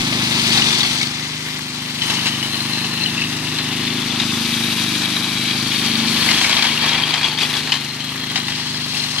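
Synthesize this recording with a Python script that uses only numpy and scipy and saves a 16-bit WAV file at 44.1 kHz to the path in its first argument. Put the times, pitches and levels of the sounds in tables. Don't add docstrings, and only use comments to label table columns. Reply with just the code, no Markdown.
import sys
import numpy as np
from scipy import signal
from scipy.fft import rfft, irfft
from scipy.io import wavfile

SR = 44100
rng = np.random.default_rng(int(sys.argv[2]) if len(sys.argv) > 2 else 0)


def dump_mix(stems):
    frames = np.atleast_2d(stems).T
    limited = np.clip(frames, -1, 1)
    pcm = np.round(limited * 32767).astype(np.int16)
    wavfile.write(sys.argv[1], SR, pcm)


N = 405719
TIME = np.arange(N) / SR

# t/s, level/dB
RUB_LEVEL = [(0.0, -21.5), (0.3, -20.5), (0.46, -18), (0.62, -17.5), (0.87, -20.5), (1.04, -23.5),
             (1.09, -26), (1.33, -28), (1.71, -28.5), (2.05, -27.5), (2.17, -24.5), (3.48, -24.5),
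             (4.84, -22.5), (5.35, -24), (6.12, -20.5), (6.36, -18), (6.67, -20), (6.73, -20.5),
             (7.0, -22.5), (7.33, -24), (7.56, -24), (7.97, -28.5), (8.79, -27), (9.2, -25.5)]
# f/Hz, width/Hz, level/dB
PAN_MODES = [(1950, 850, 2.5), (2350, 1160, 5.5), (2903, 310, 11), (2994, 550, 5), (4105, 230, 7.5),
             (4144, 230, 4.5), (4690, 790, -2.5)]
# f/Hz, level/dB
RASP_SPECTRUM = [(1000, -56), (2500, -10.5), (4000, 1.5), (5000, -0.5), (6000, -1), (7200, -7), (8200, -7),
                 (10000, -16), (15000, -47)]


def from_db(db):
    return 10 ** (np.asarray(db) / 20)


def rms_one(x):
    return x / np.sqrt(np.mean(np.atleast_2d(x).mean(axis=0) ** 2) + 1e-20)


def in_time(rows):
    t_s, *columns = np.transpose(rows)
    return [np.interp(TIME, t_s, column) for column in columns]


def bump(t_s, length_s):
    return np.exp(-np.minimum((2 * (TIME - t_s) / length_s) ** 2, 20))


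def drift(rate_hz):
    step, settle = 40, 2000
    r = np.exp(-2 * step * np.pi * rate_hz / SR)
    noise = rng.standard_normal(N // step + settle + 2)
    slow = signal.lfilter([1], [1, -2 * r, r * r], noise)[settle:]
    return np.interp(np.arange(N) / step, np.arange(len(slow)), rms_one(slow))


def stereo(draw, likeness):
    return rms_one(np.sqrt(1 + likeness) * draw() + np.sqrt(1 - likeness) * draw() * [[1], [-1]])


def minimum_phase(gains_db):
    cepstrum = irfft(np.log(from_db(gains_db)))
    half = len(cepstrum) // 2
    return np.exp(rfft(cepstrum * np.r_[1, np.full(half - 1, 2), 1, np.zeros(half - 1)]))


def colour(x, spectrum, bins=2048):
    hz, db = np.transpose(spectrum)
    grid_hz = np.linspace(1, SR / 2, bins + 1)
    response = irfft(minimum_phase(np.interp(np.log(grid_hz), np.log(hz), db)))
    return signal.oaconvolve(np.atleast_2d(x), response[None], axes=1)[:, :N]


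def resonate(x, modes):
    out = 0
    for k, (hz, width_hz, db) in enumerate(modes):
        r = np.exp(-np.pi * width_hz / SR)
        poles = [1, -2 * r * np.cos(2 * np.pi * hz / SR), r * r]
        gain = (-1) ** k * from_db(db) * (1 - r * r) / 2
        out = out + gain * signal.lfilter([1, 0, -1], poles, x + 1e-18)
    return out


def delay(x, lag_s):
    return np.interp(TIME - lag_s, TIME, x)


def stroke(cycles, depth, phase):
    return 1 + depth * np.cos(2 * np.pi * (cycles - phase))


def grit(per_s, spread_db, likeness, clump_db):
    sizes = from_db(spread_db * np.minimum(rng.exponential(1, N), 3.5))
    hits = sizes * (rng.random(N) < per_s / SR)
    return stereo(lambda: hits * rng.uniform(-0.99, 1, N), likeness) * from_db(clump_db * drift(32.5))


def puffs(cycles, harmonics, echo=0.64, echo_cycles=0.235, bins=512):
    orders, db = np.transpose(harmonics)
    k = np.arange(bins + 1)
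    gains_db = np.interp(k, np.r_[0, orders, 32], np.r_[-45, db, -55])
    late = np.exp(-2j * np.pi * k * echo_cycles)
    allpass = (echo + late) / (1 + echo * late)
    puff = rms_one(irfft(minimum_phase(gains_db) * allpass * (k < 32)))
    return np.interp(cycles % 1, np.arange(2 * bins) / (2 * bins), puff, period=1)


def waver(note, width_hz=28):
    # t/s, length/s, f/Hz, change/dB
    swells = [(2.5, .4, 185, -15), (3.55, .25, 229, -7), (3.5, .3, 182, -5), (4.5, .5, 231, 2.5),
              (5.1, 0.82, 178, 3.5), (5.05, 0.16, 227, 0), (6.5, 0.65, 140, -17), (6, 0.29, 234, 5.5),
              (5, .5, 337, 4), (6.33, .5, 222, -4.5), (5, 0.5, 295, 9), (6, .3, 247, 3), (7.5, .3, 251, 5),
              (-3, .4, 310, -5)]
    out = note.copy()
    for t_s, length_s, hz, db in swells:
        span = slice(*np.searchsorted(TIME, [t_s - 2 * length_s, t_s + 2 * length_s]))
        mode = [(hz, width_hz, 0)]
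        band = resonate(resonate(note[span], mode)[::-1], mode)[::-1]
        out[span] += band * (from_db(db) - 1) * bump(t_s, length_s)[span]
    return out


def exhaust(cycles, light_db=-30, loaded_db=-25, note_db=-1, uneven_db=0.6, rumble_db=-16):
    # t/s, level/dB
    effort = [(0.0, -23.5), (0.59, -24), (1.28, -30.5), (1.87, -32), (2.12, -27), (3.41, -26.5),
              (4.25, -25), (5.12, -27.5), (6.3, -23.5), (6.48, -27), (6.97, -28), (7.17, -33), (7.48, -31),
              (7.99, -32), (8.38, -29), (9.2, -32.5)]
    # multiple of firing rate, level/dB
    light = [(1, -34), (2, -23), (3, -18.5), (4, -5.5), (5, -2.5), (6, 3.5), (7, -4), (8, -5), (9, -1.5),
             (10, 0.5), (11, -5.5), (12, -11), (13, -12), (14, -10), (15, -13.5), (16, -24), (17, -24),
             (18, -35.5)]
    # multiple of firing rate, level/dB
    loaded = [(1, -39), (2, -19), (3, -16), (4, -9), (5, -1.5), (6, -2.5), (7, 0), (8, -7.5), (9, 5),
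              (10, -1.5), (11, -3.5), (12, -4.5), (13, -6.5), (14, -9.5), (15, -11), (16, -17.5), (17, -26),
              (18, -28.5)]
    # f/Hz, level/dB
    rumble_spectrum = [(15, -12), (35, -14), (70, -8), (120, -2), (250, -2.5), (380, -3.5), (550, -18),
                       (1200, -37)]
    (level_db,), (rub_db,) = in_time(effort), in_time(RUB_LEVEL)
    load = np.clip((level_db - light_db) / (loaded_db - light_db), 0, 1)
    note = (1 - load) * puffs(cycles, light) + load * puffs(cycles, loaded)
    note = waver(note) * from_db(note_db + uneven_db * drift(7.9))
    rumble = rms_one(colour(stereo(lambda: rng.standard_normal(N), likeness=0.95), rumble_spectrum))
    rumble *= from_db(rumble_db + 0.6 * (rub_db - level_db))
    return from_db(level_db) * (note + rumble) * stroke(cycles, depth=0.097 * load, phase=0.15)


def clatter(cycles, level_db=-39, decay_cycles=0.37):
    # phase/cycles, level/dB
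    taps = [(.05, 11), (.29, -16), (.55, 0), (.84, -9)]
    # f/Hz, level/dB
    casing = [(100, -40), (450, -1.5), (850, -7), (1200, 0.5), (1550, 1.5), (2050, 5), (2700, -4.5),
              (4300, -11), (7000, -11), (10000, -12), (15000, -14)]
    envelope = sum(from_db(db) * np.exp(-((cycles - phase) % 1) / decay_cycles) for phase, db in taps)
    impacts = envelope * grit(12000, spread_db=1, likeness=0.23, clump_db=4)
    return from_db(level_db) * rms_one(colour(impacts, casing))


def patches_db():
    # t/s, length/s, change/dB
    patches = [(0.562, 0.07, 1.5), (2.11, 0.18, 5.5), (2.258, 0.09, 3.5), (6.797, 0.054, -1),
               (6.897, 0.17, 2.5), (7.25, 0.11, 1), (7.362, 0.053, -2.5), (7.43, 0.044, 3.5),
               (7.543, 0.16, 2), (7.622, 0.023, -1), (8.982, 0.11, 2)]
    return sum(db * bump(t_s, length_s) for t_s, length_s, db in patches)


def rubbing(cycles, judder_db=0.5, grind_db=-9, scrape_db=-3, rasp_db=-8, hiss_db=-16):
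    # t/s, coarseness/dB, wet paste/dB
    ground = [(0, -0.5, -2), (1, -3, -6), (2.6, 0.5, 1.5), (3.4, 0.5, -.5), (4.1, 0, -2), (4.5, -1, 2.5),
              (6.3, -0.5, 1), (7, 3, -2.5), (7.6, 0.5, 0), (8.1, 0.5, -1.5), (9.2, -2, -3)]
    # f/Hz, level/dB
    grind_spectrum = [(50, -42), (250, -5.5), (410, -3), (580, -8), (800, -1), (1150, -1), (1420, -2),
                      (1750, 1), (2300, -10), (3500, -46.5)]
    # f/Hz, level/dB
    scrape_spectrum = [(400, -62), (1000, -17), (1600, -8.5), (1950, -1), (2600, 4), (3300, 4), (4400, 1),
                       (5000, -8), (6000, -33), (9000, -42), (14000, -53)]
    # f/Hz, level/dB
    hiss_spectrum = [(2000, -36), (5000, 4.5), (7500, -16), (9000, 1.5), (10200, 2), (11500, 2),
                     (12700, -2), (15000, -12), (16000, -23)]
    coarse_db, paste_db = in_time(ground)
    level_db = in_time(RUB_LEVEL)[0] + patches_db() + judder_db * drift(32)
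    pressure = from_db(level_db) * stroke(cycles, depth=0.0044, phase=0.2)
    grind = rms_one(colour(grit(6000, spread_db=2, likeness=0.84, clump_db=1.13), grind_spectrum))
    steel = rms_one(resonate(grit(1500, spread_db=0.5, likeness=0.96, clump_db=-2.5), PAN_MODES))
    sand = rms_one(colour(grit(7000, spread_db=0.5, likeness=0.61, clump_db=1.37), scrape_spectrum))
    rasp = rms_one(colour(grit(10000, spread_db=-2.5, likeness=0.16, clump_db=1), RASP_SPECTRUM))
    hiss = rms_one(colour(grit(20000, spread_db=3.5, likeness=0.044, clump_db=1.4), hiss_spectrum))
    return pressure * (from_db(grind_db + 0.48 * coarse_db) * grind
                       + from_db(scrape_db + 0.1 * coarse_db) * rms_one(sand + 0.69 * steel)
                       + from_db(rasp_db - coarse_db) * rasp
                       + from_db(hiss_db + paste_db - 0.63 * coarse_db) * hiss)


def ringing(cycles, width_hz=210, fade_s=0.13, gain_db=-1):
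    # start/s, end/s, first f/Hz, last f/Hz, level/dB
    glides = [(0.5, 0.9, 3740, 3300, -28), (.35, 1.07, 4450, 4400, -30.5), (-0.1, 1.56, 2150, 2040, -38),
              (0, 0.87, 630, 660, -42), (0.8, 0.76, 1300, 1200, -36), (2, 2.95, 3020, 2930, -36.5),
              (2.5, 3.1, 4200, 4130, -32), (2.5, 3.8, 2710, 2700, -36), (3.5, 4.5, 3520, 3500, -33.5),
              (4.5, 6.2, 3320, 3280, -33.5), (4.5, 5.7, 3760, 3950, -30), (5.5, 5.65, 4650, 4560, -31),
              (5.5, 6.4, 4470, 4380, -30.5), (6.5, 7.5, 4480, 4500, -33), (5.6, 6.2, 3550, 3900, -31.5),
              (4.5, 6.2, 2350, 2330, -35.5), (6, 7.3, 3400, 3900, -36), (6.5, 7.3, 2260, 2450, -30.5),
              (6.5, 7.5, 3230, 3280, -31), (6.4, 7.4, 1070, 880, -36), (6.9, 7.75, 350, 360, -40.5),
              (7.5, 8.8, 4250, 4100, -37.5), (8.5, 9.3, 4500, 4200, -32.5), (8, 9.3, 3280, 3280, -36),
              (8.5, 9.3, 5080, 5080, -39), (4.6, 7, 1670, 1720, -41.5), (5, 6.1, 1170, 1180, -43)]
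    grains = grit(800, spread_db=3.2, likeness=0.61, clump_db=2.3)
    grains *= stroke(cycles, depth=0.1, phase=0.32)
    r = np.exp(-np.pi * width_hz / SR)
    out = np.zeros((2, N))
    for start_s, end_s, first_hz, last_hz, db in glides:
        span = slice(*np.searchsorted(TIME, [start_s - fade_s / 2, end_s + fade_s / 2]))
        t = TIME[span]
        hz = np.interp(t, [start_s, end_s], [first_hz, last_hz])
        carrier = np.exp(2j * np.pi * np.cumsum(hz) / SR)
        baseband = signal.lfilter([1], [1, -2 * r, r * r], grains[:, span] / carrier + 1e-18)
        touch = np.clip(np.minimum(t - start_s, end_s - t) / fade_s + 0.5, 0, 1)
        out[:, span] += from_db(db + gain_db) * touch * rms_one((carrier * baseband).real)
    return out * from_db(patches_db())


def blows(rebound_s=0.018, rebound_db=-4, strays_per_s=1.8, stray_db=-13):
    # t/s, level/dB, clunk re ring/dB, f of struck spot/Hz
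    strikes = [(0.5738, -10, -8, 4040), (0.619, -10, -23, 2920), (0.729, -15, -26, 3680),
               (0.747, -20, -22, 3650), (0.806, -12, -26, 3780), (0.831, -13.5, -12, 4400),
               (1.0122, -13.5, -14, 2230), (1.03, -19, -13, 3760), (2.0183, -13, -14, 3060),
               (2.032, -22, -15, 2970), (2.099, -17.5, -3, 2700), (2.17, -20, -9, 2950),
               (2.2573, -14, -9, 2740), (2.267, -13, -11, 2780), (2.427, -15.5, -13, 2960),
               (2.604, -16.5, -21, 4160), (2.733, -17, -16, 4200), (3.0373, -15, -25, 4150),
               (3.0598, -13.5, -24, 3000), (3.178, -16, -19, 2680), (3.2177, -14, -16, 2620),
               (3.238, -19, -20, 2860), (3.586, -15.5, -10, 4140), (4.199, -11.5, -10, 3800),
               (5.717, -16, -16, 3400), (6.225, -15, -10, 3300), (6.2868, -10.5, -8, 2090),
               (6.3117, -10.5, -12, 4250), (6.34, -17, -13, 3300), (6.3777, -18, -13, 2560),
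               (6.412, -13.5, -5.5, 3210), (6.443, -10.5, -8, 2260), (6.4945, -17.5, 2, 3870),
               (6.526, -13.5, -10, 3230), (6.566, -12.5, -5.5, 3750), (6.5932, -15, -15, 2470),
               (6.606, -22, -19, 2920), (6.624, -17.5, 1, 3450), (6.649, -15, -14, 3700),
               (6.668, -15, -18, 3290), (6.7743, -15, -22, 2800), (6.822, -23, 0, 2600),
               (6.8377, -28, 7.5, 2680), (6.892, -13, -12, 3820), (6.932, -13, -14, 3250),
               (6.981, -16, -8, 3320), (7.035, -14.5, -22, 3200), (7.138, -11, -9.5, 3170),
               (7.211, -16, -6, 2400), (7.2317, -18, -22, 3270), (7.2432, -10.5, -24, 3330),
               (7.3856, -13.5, -10.5, 3620), (7.41, -13, -15, 2560), (7.432, -15, -16, 3340),
               (7.5386, -16, -19, 3400), (7.5665, -16, -13, 3360), (7.673, -23, 1.5, 3350),
               (7.72, -8.5, -9, 3000), (7.752, -17.5, -10, 3100), (8.005, -21, -19, 3120),
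               (8.298, -20.5, -9, 3230), (8.3564, -12, -4, 3130), (8.481, -18.5, -4.5, 3620),
               (8.519, -21, -8, 3230), (8.578, -21.5, -6, 3500), (8.667, -23, -14, 3050),
               (8.947, -20, -17, 2670), (9.038, -18, -18, 4220), (9.182, -13, -14, 3200)]
    rebounds = [(t_s + rebound_s, db + rebound_db + 0.53 * clunk_db, clunk_db, hz)
                for t_s, db, clunk_db, hz in strikes]
    chance = rng.random((60, 2))
    times_s = np.cumsum(-np.log(1 - chance[:, 0])) / strays_per_s
    strays = [(t_s, np.interp(t_s, *np.transpose(RUB_LEVEL)) + stray_db, -11, 2600 + 1600 * spot)
              for t_s, spot in zip(times_s, chance[:, 1])]
    return [row for row in list(strikes) + rebounds + strays if row[0] < TIME[-1]]


def knocks(gain_db=-2.5, rise_s=0.00044, chatter_s=0.011, clink_s=0.0051):
    frame_modes = [(793, 200, 8.6), (1130, 210, 8.2), (1610, 330, 7.5)]   # f/Hz, width/Hz, level/dB
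    pan_force, frame_force, clinks = np.zeros((3, N))
    age_s = TIME[:SR // 8]
    attack = 1 - np.exp(-age_s / rise_s)
    for t_s, db, clunk_db, hz in blows():
        at = int(t_s * SR)
        span = slice(at, at + len(age_s))
        blow = from_db(db) * attack
        burst = (blow * np.exp(-age_s / chatter_s))[:N - at]
        clink = (blow * np.exp(-age_s / clink_s) * np.sin(2 * np.pi * hz * age_s))[:N - at]
        pan_force[span] += burst * from_db(2 + 0.5 * clunk_db)
        frame_force[span] += burst * from_db(clunk_db)
        clinks[span] += clink * from_db(-0.23 * (clunk_db + 10.5))
    contact = stereo(lambda: rng.standard_normal(N), likeness=0.76)
    ring = resonate(contact * pan_force, PAN_MODES) / np.std(resonate(contact, PAN_MODES))
    snap = colour(contact * pan_force, RASP_SPECTRUM) / np.std(colour(contact, RASP_SPECTRUM))
    clunk = resonate(contact * frame_force, frame_modes) / np.std(resonate(contact, frame_modes))
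    return from_db(gain_db) * (ring + 0.43 * snap + 1.77 * clinks + from_db(-1) * clunk)


def parapet(x, far_gain=0.19, near_gain=0.26, skew_s=0.00013):
    # t/s, far lag/s, near lag/s
    wall_lags = [(0.0, 0.03774, 0.02365), (0.6, 0.03791, 0.02585), (1.1, 0.03707, 0.02552),
                 (1.6, 0.03607, 0.02471), (2.2, 0.03367, 0.0228), (2.8, 0.033, 0.02227),
                 (3.4, 0.03273, 0.02015), (3.9, 0.02991, 0.01985), (4.4, 0.03026, 0.0186),
                 (5.0, 0.02986, 0.01707), (5.6, 0.02937, 0.01498), (6.2, 0.02787, 0.01292),
                 (6.7, 0.02618, 0.01289), (7.1, 0.02511, 0.01297), (7.6, 0.02362, 0.01387),
                 (8.4, 0.02202, 0.01595), (9.2, 0.01984, 0.01587)]
    far_s, near_s = in_time(wall_lags)
    heard = [side + far_gain * delay(side, far_s + late_s) + near_gain * delay(side, near_s - late_s)
             for side, late_s in zip(x, (-skew_s, skew_s))]
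    return np.vstack(heard) * from_db([[0.3], [-0.3]])


def bounce(x, lag_s, rim_gain=0.46, rim_s=0.00025):
    return delay(x, lag_s) - rim_gain * delay(x, lag_s + rim_s)


def rooftop(x):
    # t/s, left bounce lag/s, right bounce lag/s, left side lag/s
    path_lags = [(0, 0.00084, 0.00115, 0.00022), (1.5, .00088, .00114, 0.00016),
                 (2.6, .001, .00112, 0.00011), (3.4, .00105, .00108, .0001),
                 (4.3, 0.00083, .00104, 0.000021), (5.5, 0.00088, 0.0012, .00003),
                 (6.5, 0.000935, 0.00119, 0.0000854), (7.5, .0009, .00106, 0.000018),
                 (8.2, .00098, .0011, .00008), (9.2, 0.00099, 0.00116, 0.00012)]
    # f/Hz, left minus right/dB
    balance = [(500, -0.7), (800, 0), (1200, 2), (1800, 0), (2700, 6.5), (4200, 10), (6400, 5.5), (9800, 9),
               (14000, 2)]
    left_s, right_s, side_s = in_time(path_lags)
    left = delay(x[0], side_s) + 0.14 * bounce(x[0], side_s + left_s)
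    right = x[1] + 0.13 * bounce(x[1], right_s)
    return np.vstack([colour(left, [(hz, db / 2) for hz, db in balance]),
                      colour(right, [(hz, -db / 2) for hz, db in balance])])


def scene(start_cycles=0.1033, wobble_cycles=0.0024):
    # t/s, firing rate/Hz
    speed = [(0.0, 25.727), (1.04, 24.627), (1.36, 25.796), (2.0, 24.864), (3.16, 25.653), (3.32, 25.075),
             (3.92, 26.369), (4.32, 25.384), (4.48, 25.724), (5.04, 25.047), (5.6, 26.028), (6.32, 24.376),
             (6.68, 25.539), (6.96, 25.618), (7.36, 24.905), (7.68, 25.705), (7.84, 25.284), (8.16, 26.039),
             (8.72, 25.222), (9.2, 25.106)]
    cycles = start_cycles + np.cumsum(in_time(speed)[0]) / SR + wobble_cycles * drift(24)
    thuds = parapet(exhaust(cycles))
    return thuds + rooftop(clatter(cycles) + rubbing(cycles) + ringing(cycles) + knocks())


def record(dry, ceiling=0.95, cutoff_hz=15500):
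    rounded = dry / (1 + (dry / ceiling) ** 6) ** (1 / 6)
    return signal.sosfilt(signal.ellip(10, 0.1, 80, cutoff_hz, fs=SR, output="sos"), rounded)


dry = scene()
out = record(dry)
dump_mix(out)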